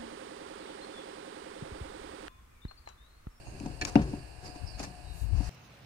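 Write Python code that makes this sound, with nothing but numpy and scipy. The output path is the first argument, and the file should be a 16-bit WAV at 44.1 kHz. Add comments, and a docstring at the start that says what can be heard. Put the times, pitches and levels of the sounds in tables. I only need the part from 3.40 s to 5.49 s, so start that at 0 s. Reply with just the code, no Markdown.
"""A hollow plastic feeder, close to the microphone: a pinched rubber teat springs back and knocks the tank.
Knocks and bumps ring the tank's modes; the teat creaks and clicks as noise snaps and a ringing cap.
The hand rubs the plastic, heard as swells of grainy coloured noise with small clicks and dull bumps.
Outdoors: low-noise air buffeting, mostly on the left, with a late pop, and sine chirps of far birds with echoes.
Behind them lie a soft noise hiss, a faint wavering sine whine and one brief sizzle."""
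import sys
import numpy as np
from scipy import signal
from scipy.fft import rfft, irfft
from scipy.io import wavfile
from scipy.ndimage import uniform_filter1d

SR = 44100
rng = np.random.default_rng(int(sys.argv[2]) if len(sys.argv) > 2 else 0)


def to_wav(s):
    """Save 16-bit WAV."""
    ch = np.atleast_2d(s).T  # columns
    pcm = np.round(np.clip(ch, -1, 1) * 32767)  # PCM
    wavfile.write(sys.argv[1], SR, pcm.astype(np.int16))


N = 92345
T = np.arange(N) / SR


def from_db(db):
    """Decibels to gain."""
    return 10 ** (np.asarray(db) / 20)


def rms_one(x):
    """Scale to unit rms, over both channels together."""
    return x / np.sqrt(np.mean(x ** 2) + 1e-20)


def pan(db):
    """Left and right gains for a left-minus-right level difference."""
    return from_db(np.array([[.5], [-.5]]) * db)


def at_hz(points, hz):
    """Read a table on a log-frequency axis."""
    table_hz, value = np.transpose(points)
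    return np.interp(np.log(hz + 1), np.log(table_hz), value)


def level_curve(points):
    """Gain over time, from a table of start_s and level_db joined by straight lines in dB."""
    return from_db(np.interp(T, *np.transpose(points)))


def drift(rate_hz):
    """Random wander with unit rms, weaker above the given rate."""
    hz = np.fft.rfftfreq(N, 1 / SR)
    return rms_one(irfft(rfft(rng.standard_normal(N)) / (1 + (hz / rate_hz) ** 2), N))


def phase_of(hz):
    """Running phase of a tone whose frequency varies."""
    return 2 * np.pi * np.cumsum(hz) / SR


def white_pair(alike):
    """Two white noises with a given correlation."""
    mid, side = rng.standard_normal((2, N))
    return rms_one(np.sqrt(1 + alike) * mid + np.sqrt(1 - alike) * side * [[1], [-1]])


def grains(alike, grain):
    """Stereo friction: a dense run of tiny slips of uneven size."""
    size = np.exp(grain * drift(1350))
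    return rms_one(white_pair(alike) * size)


def colour(x, spectrum, gains=1):
    """Give a noise a spectrum; unit rms."""
    shape = from_db(at_hz(spectrum, np.fft.rfftfreq(N, 1 / SR)))
    return rms_one(irfft(rfft(x) * shape * gains, N))


def ring(clicks, hz, t60):
    """A click excites a decaying sine, which falls 60 dB in t60 seconds."""
    r = from_db(-60 / (t60 * SR))
    w = 2 * np.pi * hz / SR
    return signal.lfilter([0, np.sin(w)], [1, -2 * r * np.cos(w), r * r], clicks + 1e-18)


def burst(start, hold, t60):
    """Sudden start, hold, exponential decay."""
    return (T >= start) * np.exp(-np.log(1000) * np.maximum(T - start - hold, 0) / t60)


def build_up(start, rise):
    """An exponential approach to full level."""
    return 1 - np.exp(-np.maximum(T - start, 0) / rise)


def swell(peak, rise, fall):
    """A smooth bell-shaped rise and fall."""
    return np.exp(-((T - peak) / np.where(T < peak, rise, fall)) ** 2 / 2)


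# blows on the tank; at 1.438 and 1.469 dull low bumps of a rub; last, at 2.003, a pop of wind on the left
# relative levels: start_s [s], ring_db, contact_db, rattle_db [dB], left_minus_right_db [dB]
THUMPS = [(0.206, -27, -45, -15, 5.5), (0.234, -28.5, -37, -36, 3), (0.259, -21.5, -21.5, -11.5, 3),
          (0.5556, -0.5, 1.5, 6.5, 5), (0.593, -16, -17.5, -28, -1.5), (0.733, -19.5, -32, -16, 4.5),
          (1.401, -28, -16.5, -12.5, 10), (1.438, -43.5, -26, -37, 24), (1.469, -31.5, -45, -25, 2),
          (2.003, -26, -31, -26, 16)]
# modes of the hollow tank: pitch_hz [Hz], relative level_db [dB], t60_s [s]
TANK_MODES = [(123, -36, 0.26), (151.1, -25.5, 0.39), (205.7, -9, 0.071), (287.5, -8.5, 0.09),
              (392.2, -28.5, 0.2), (550, -27, 0.12), (726.6, -22.5, 0.12), (762, -24, 0.02),
              (868, -24.5, 0.043), (937.6, -26.5, 0.079)]
# spectrum of the hard contact: pitch_hz [Hz], relative level_db [dB per Hz]
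CONTACT = [(300, -2), (550, 3.5), (720, 12.5), (930, 5.5), (1300, -11.5), (2000, -14.5), (2750, -1),
           (3300, -23), (5500, -19), (8000, -44), (14000, -60)]
# spectrum of the dull rattle: pitch_hz [Hz], relative level_db [dB per Hz]
RATTLE = [(30, -4), (55, -5), (130, 12.5), (280, 1), (420, -4), (900, -14), (1500, -17.5), (2600, -26.5),
          (3400, -33), (6000, -36), (14000, -77)]
CONTACT_DB, CONTACT_T60_S = -19, 0.052  # gain added to contact_db
RATTLE_DB, RATTLE_T60_S, RATTLE_RISE_S = -28.5, 0.33, .012  # gain added to rattle_db
SOFTNESS_S = .00008  # each push is spread over this time, as by soft rubber
MODE_SPREAD_DB = 0.5  # random spread of each mode from thump to thump


def thumps():
    """Blows, rub bumps and the wind pop: a push into the tank's modes, a short contact, a rattle that builds up."""
    contact = colour(white_pair(alike=0.25), CONTACT) * pan(db=4.0)
    rattle = colour(white_pair(alike=0.94), RATTLE)
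    out = 0
    for s, ring_db, contact_db, rattle_db, pan_db in THUMPS:
        push = swell(s + SOFTNESS_S, SOFTNESS_S, SOFTNESS_S)
        click = from_db(ring_db) * push / push.sum()
        tank = 0
        for k, (hz, db, t60) in enumerate(TANK_MODES):
            gain = from_db(db + MODE_SPREAD_DB * rng.standard_normal())
            tank = tank + (-1) ** k * gain * ring(click, hz, t60)  # neighbours in opposite polarity
        rattle_shape = burst(s, 0, RATTLE_T60_S) * build_up(s, RATTLE_RISE_S)
        dull = from_db(rattle_db + RATTLE_DB) * rattle_shape * rattle
        hard = from_db(contact_db + CONTACT_DB) * burst(s, 0, CONTACT_T60_S) * contact
        out = out + (tank + dull) * pan(pan_db) + hard
    return out


# creaks and clicks of the teat, and small clicks within the rub near 1.4 s (1.3953, 1.4385, 1.447):
# start_s [s], snap_db, cap_db [dB], slip_s [s], snap_t60_s [s]
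CLICKS = [(0.2, -45.5, -73, 0.0017, 0.011), (0.26, -48.5, -65, 0.0019, 0.035),
          (0.4129, -35.5, -29, 0.0085, 0.023), (0.4497, -26.5, -37, 0.00088, 0.025),
          (0.617, -48.5, -45, 0.0016, 0.09), (1.3953, -44, -64, 0.0023, 0.025),
          (1.4385, -48, -46, .001, 0.031), (1.447, -47, -50, 0.0021, 0.014)]
# the cap rings while the rubber slips: pitch_hz [Hz], relative level_db [dB]
CAP_MODES = [(720, -4.5), (1725, 4.5), (2330, 0.5), (2560, 1.5), (2690, -7), (4300, 0.5), (6300, -22),
             (7000, -18)]
# spectrum of the snap: pitch_hz [Hz], relative level_db [dB per Hz]
SNAP = [(500, -20), (1200, 0), (2000, -14), (2600, 5), (3200, -11), (3900, -5.5), (4700, -2.5), (5300, 0),
        (5900, -2.5), (6400, 2), (7200, -5), (8000, -16), (10000, -13.5), (14000, -40)]
CAP_RISE_S, CAP_T60_S = 0.002, 0.05
CAP_WAVER = .02  # rms waver of each pitch, as a fraction
CAP_ROUGH = 0.4  # the slipping rubber shakes the cap unevenly: rms depth of the flutter


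def creaks_and_clicks():
    """Slipping rubber snaps and drives the finger-damped cap; small clicks of a rub sound the same way."""
    snap = colour(grains(alike=0.035, grain=0.54), SNAP)
    cap = 0
    for hz, db in CAP_MODES:
        phase = phase_of(hz * (1 + CAP_WAVER * drift(337)))
        cap = cap + from_db(db) * np.sin(phase + rng.normal(0, 1.0, (2, 1)))  # own phase on each side
    cap = rms_one(rms_one(cap) * (1 + CAP_ROUGH * drift(700)))
    out = 0
    for s, snap_db, cap_db, slip_s, t60 in CLICKS:
        cap_shape = burst(s, slip_s, CAP_T60_S) * build_up(s, CAP_RISE_S)
        out = out + from_db(snap_db) * burst(s, slip_s, t60) * snap * pan(db=2.0)
        out = out + from_db(cap_db) * cap_shape * cap * pan(db=-2.5)
    return out


# skin rubbing on plastic, and the scuffing noise of the teat's creak at 0.417:
# peak_s [s], rise_s [s], fall_s [s], body_db, scuff_db, hiss_db [dB]
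SCRAPES = [(0.072, 0.0066, 0.0044, -70, -49.5, -77), (0.145, 0.013, 0.01, -48.5, -74, -73),
           (0.26, 0.13, 0.089, -49, -63, -61), (0.417, 0.0048, 0.027, -37, -43.5, -49.5),
           (0.487, .014, 0.0095, -56, -51, -41), (0.48, 0.026, 0.084, -49, -48.5, -53.5),
           (0.70, 0.064, 0.062, -42, -55.5, -58.5), (1.069, 0.027, 0.025, -47.5, -52.5, -50.5),
           (1.161, 0.0097, 0.0085, -44.5, -50.5, -56), (1.405, 0.014, 0.013, -53, -50, -44.5),
           (1.439, 0.01, .011, -52, -46, -42), (1.47, 0.016, 0.019, -63, -53, -55.5),
           (1.975, .02, 0.028, -65, -50.5, -59), (2.07, 0.073, 0.042, -62, -71, -50.5)]
# spectrum of the hollow body: pitch_hz [Hz], relative level_db [dB per Hz]
BODY = [(80, -4.5), (150, -2.5), (205, -10.5), (290, -0.5), (370, -5), (450, -13.5), (600, -15),
        (1200, -64)]
# spectrum of the scuff: pitch_hz [Hz], relative level_db [dB per Hz]
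SCUFF = [(250, 9), (450, 5), (740, 10.5), (1050, 6.5), (1700, -16.5), (2050, -22.5), (2650, 6), (3300, -23),
         (8000, -56)]
# spectrum of the fine hiss: pitch_hz [Hz], relative level_db [dB per Hz]
HISS = [(2000, -2), (3400, -11.5), (4700, 0.5), (5800, -3), (7000, -4.5), (8200, -10.5), (11000, -13.5),
        (15000, -31)]
FRICTION_GRAIN = 0.4  # unevenness of the tiny slips
FRICTION_PANS_DB = (1.5, 4, -2)  # body, scuff, hiss: left minus right


def friction():
    """Skin on plastic, and the scuff of one creak: each swell has a hollow body, a scuff and a fine hiss."""
    out = 0
    for k, (spectrum, alike) in enumerate([(BODY, .95), (SCUFF, .4), (HISS, .1)]):
        # overlapping swells add in power
        power = sum((from_db(levels[k]) * swell(s, rise, fall)) ** 2 for s, rise, fall, *levels in SCRAPES)
        noise = colour(grains(alike, FRICTION_GRAIN), spectrum)
        out = out + np.sqrt(power) * noise * pan(FRICTION_PANS_DB[k])
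    return out


# air on the microphone: start_s [s], left_db [dB], right_db [dB]
WIND = [(0, -46, -46), (0.05, -65, -68), (0.081, -61, -36.5), (0.128, -50, -50), (0.3, -41, -57),
        (0.52, -44.5, -56), (0.6, -31, -34.5), (0.72, -42.5, -44.5), (0.9, -47.5, -55), (1.2, -51.5, -65),
        (1.229, -29, -58), (1.3, -48, -62), (1.379, -35, -44), (1.43, -46, -49), (1.47, -44.5, -53),
        (1.54, -55, -56), (1.7, -36, -52), (1.802, -43.5, -63), (1.824, -25.5, -58), (1.88, -29.5, -62),
        (1.95, -20, -50), (1.99, -20.5, -39), (2.03, -33, -52), (2.09, -32, -44)]
# spectrum of the buffeting: pitch_hz [Hz], relative level_db [dB per Hz]
WIND_COLOUR = [(15, -50), (30, -22), (54, 6), (80, -4.5), (120, -8), (200, -25.5), (330, -35), (500, -59.5),
               (1000, -51), (3000, -77)]


def wind():
    """Air buffets the microphone: low rumble with its own strength on each side."""
    s, left_db, right_db = np.transpose(WIND)
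    rumble = colour(white_pair(alike=0.94), WIND_COLOUR)
    # even out its chance swells over 59 ms, so that the table sets the gusts
    power = uniform_filter1d(rumble ** 2, size=2600, axis=1, mode="wrap")
    rumble = rumble / np.sqrt(power + 1e-9)
    return rumble * from_db([np.interp(T, s, left_db), np.interp(T, s, right_db)])


# far chirps: start_s [s], length_s [s], first_hz, last_hz [Hz], relative level_db [dB], left_minus_right_db [dB]
CHIRPS = [(0.039, 0.083, 6740, 6400, -62.5, 12), (1.043, 0.039, 5320, 4390, -47.5, -10.5),
          (1.261, 0.037, 5340, 4400, -49, -15), (1.302, 0.0692, 4700, 4170, -52.5, -1),
          (1.632, 0.095, 3868, 3860, -57, -6), (1.76, .06, 3875, 3865, -60, 0)]
CHIRP_ROUGH = .22  # rms pitch waver, as a fraction of the sweep
DIRECT_DB, ECHO_DB, ECHO_T60_S = -7, -3, 0.42


def birds():
    """Falling chirps, rougher the wider they sweep, blurred by outdoor echoes."""
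    direct = 0
    for s, length, first_hz, last_hz, db, pan_db in CHIRPS:
        part = np.clip((T - s) / length, 0, 1)
        glide_hz = first_hz + (last_hz - first_hz) * part
        hz = glide_hz + CHIRP_ROUGH * (first_hz - last_hz) * drift(376)
        chirp = np.sin(np.pi * part) * np.sqrt(2) * np.sin(phase_of(hz))
        direct = direct + from_db(db) * pan(pan_db) * chirp
    echoes = rms_one(white_pair(alike=0) * burst(0, 0, ECHO_T60_S)) / np.sqrt(N)
    echoed = signal.fftconvolve(direct, echoes, axes=1)[:, :N]
    return from_db(DIRECT_DB) * direct + from_db(ECHO_DB) * echoed


# spectrum of the outdoor hiss: pitch_hz [Hz], relative level_db [dB per Hz]
AIR = [(60, 2.5), (150, 0), (205, -15), (310, -3), (480, -7.5), (720, -1), (1000, -8.5), (1350, -16),
       (1680, -7), (2000, -19.5), (2750, -9), (3200, -25), (3700, -25), (4500, -10), (6000, -25),
       (7400, -21.5), (8800, -16), (11000, -28.5), (15000, -35)]
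# the hiss is louder on the left in the bass, on the right in the treble: pitch_hz [Hz], left_minus_right_db [dB]
AIR_BALANCE = [(150, 10.5), (700, 4.5), (1200, 1.5), (2500, -10.5), (5000, -6.5), (9000, -5.5), (13000, -1)]
# level of the hiss: start_s [s], level_db [dB]
AIR_LEVEL = [(0, -52), (0.35, -50.5), (0.75, -50), (0.95, -52), (1.2, -50), (1.6, -51), (1.9, -52.5),
             (2.09, -47.5)]
# level of the faint whine: start_s [s], level_db [dB]
WHINE = [(0, -82), (0.5, -56.5), (0.92, -90), (1.03, -54.5), (1.18, -57.5), (1.3, -67.5), (1.58, -59),
         (1.8, -71), (2.09, -59)]
WHINE_HZ, WHINE_WAVER = 723.4, 0.0086  # centre; rms waver as a fraction
# spectrum of the thin sizzle: pitch_hz [Hz], relative level_db [dB per Hz]
SIZZLE_COLOUR = [(4000, -13), (7000, -2.5), (9500, -3), (13000, -7.5), (15300, -8.5)]
SIZZLE_PEAK_S, SIZZLE_WIDTH_S, SIZZLE_DB = 1.799, 0.048, -56


def background():
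    """Outdoor noise hiss with a slowly moving level, a faint wavering whine and a brief thin sizzle."""
    balance = pan(at_hz(AIR_BALANCE, np.fft.rfftfreq(N, 1 / SR)))
    air = level_curve(AIR_LEVEL) * colour(white_pair(alike=0.05), AIR, balance)
    whine_hz = WHINE_HZ * (1 + WHINE_WAVER * drift(29))
    whine = level_curve(WHINE) * np.sqrt(2) * np.sin(phase_of(whine_hz))
    sizzle_shape = from_db(SIZZLE_DB) * swell(SIZZLE_PEAK_S, SIZZLE_WIDTH_S, SIZZLE_WIDTH_S)
    sizzle = sizzle_shape * colour(white_pair(alike=.1), SIZZLE_COLOUR)
    return air + whine * pan(db=5.5) + sizzle * pan(db=1.5)


PORT_LAG_S = .00024  # thumps and friction reach the right port later than the left


def across_ports(x):
    """Delay the right channel by the path between the microphone's ports."""
    return np.array([x[0], np.interp(T - PORT_LAG_S, T, x[1], left=0)])


def scene():
    """The feeder in front, the outdoors around it."""
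    return across_ports(thumps() + friction()) + creaks_and_clicks() + wind() + birds() + background()


def record(dry):
    """The top is cut steeply: 70 dB down from 15.9 kHz up."""
    return signal.sosfilt(signal.cheby2(14, 70, 15900, fs=SR, output="sos"), dry)


dry = scene()
out = record(dry)
to_wav(out)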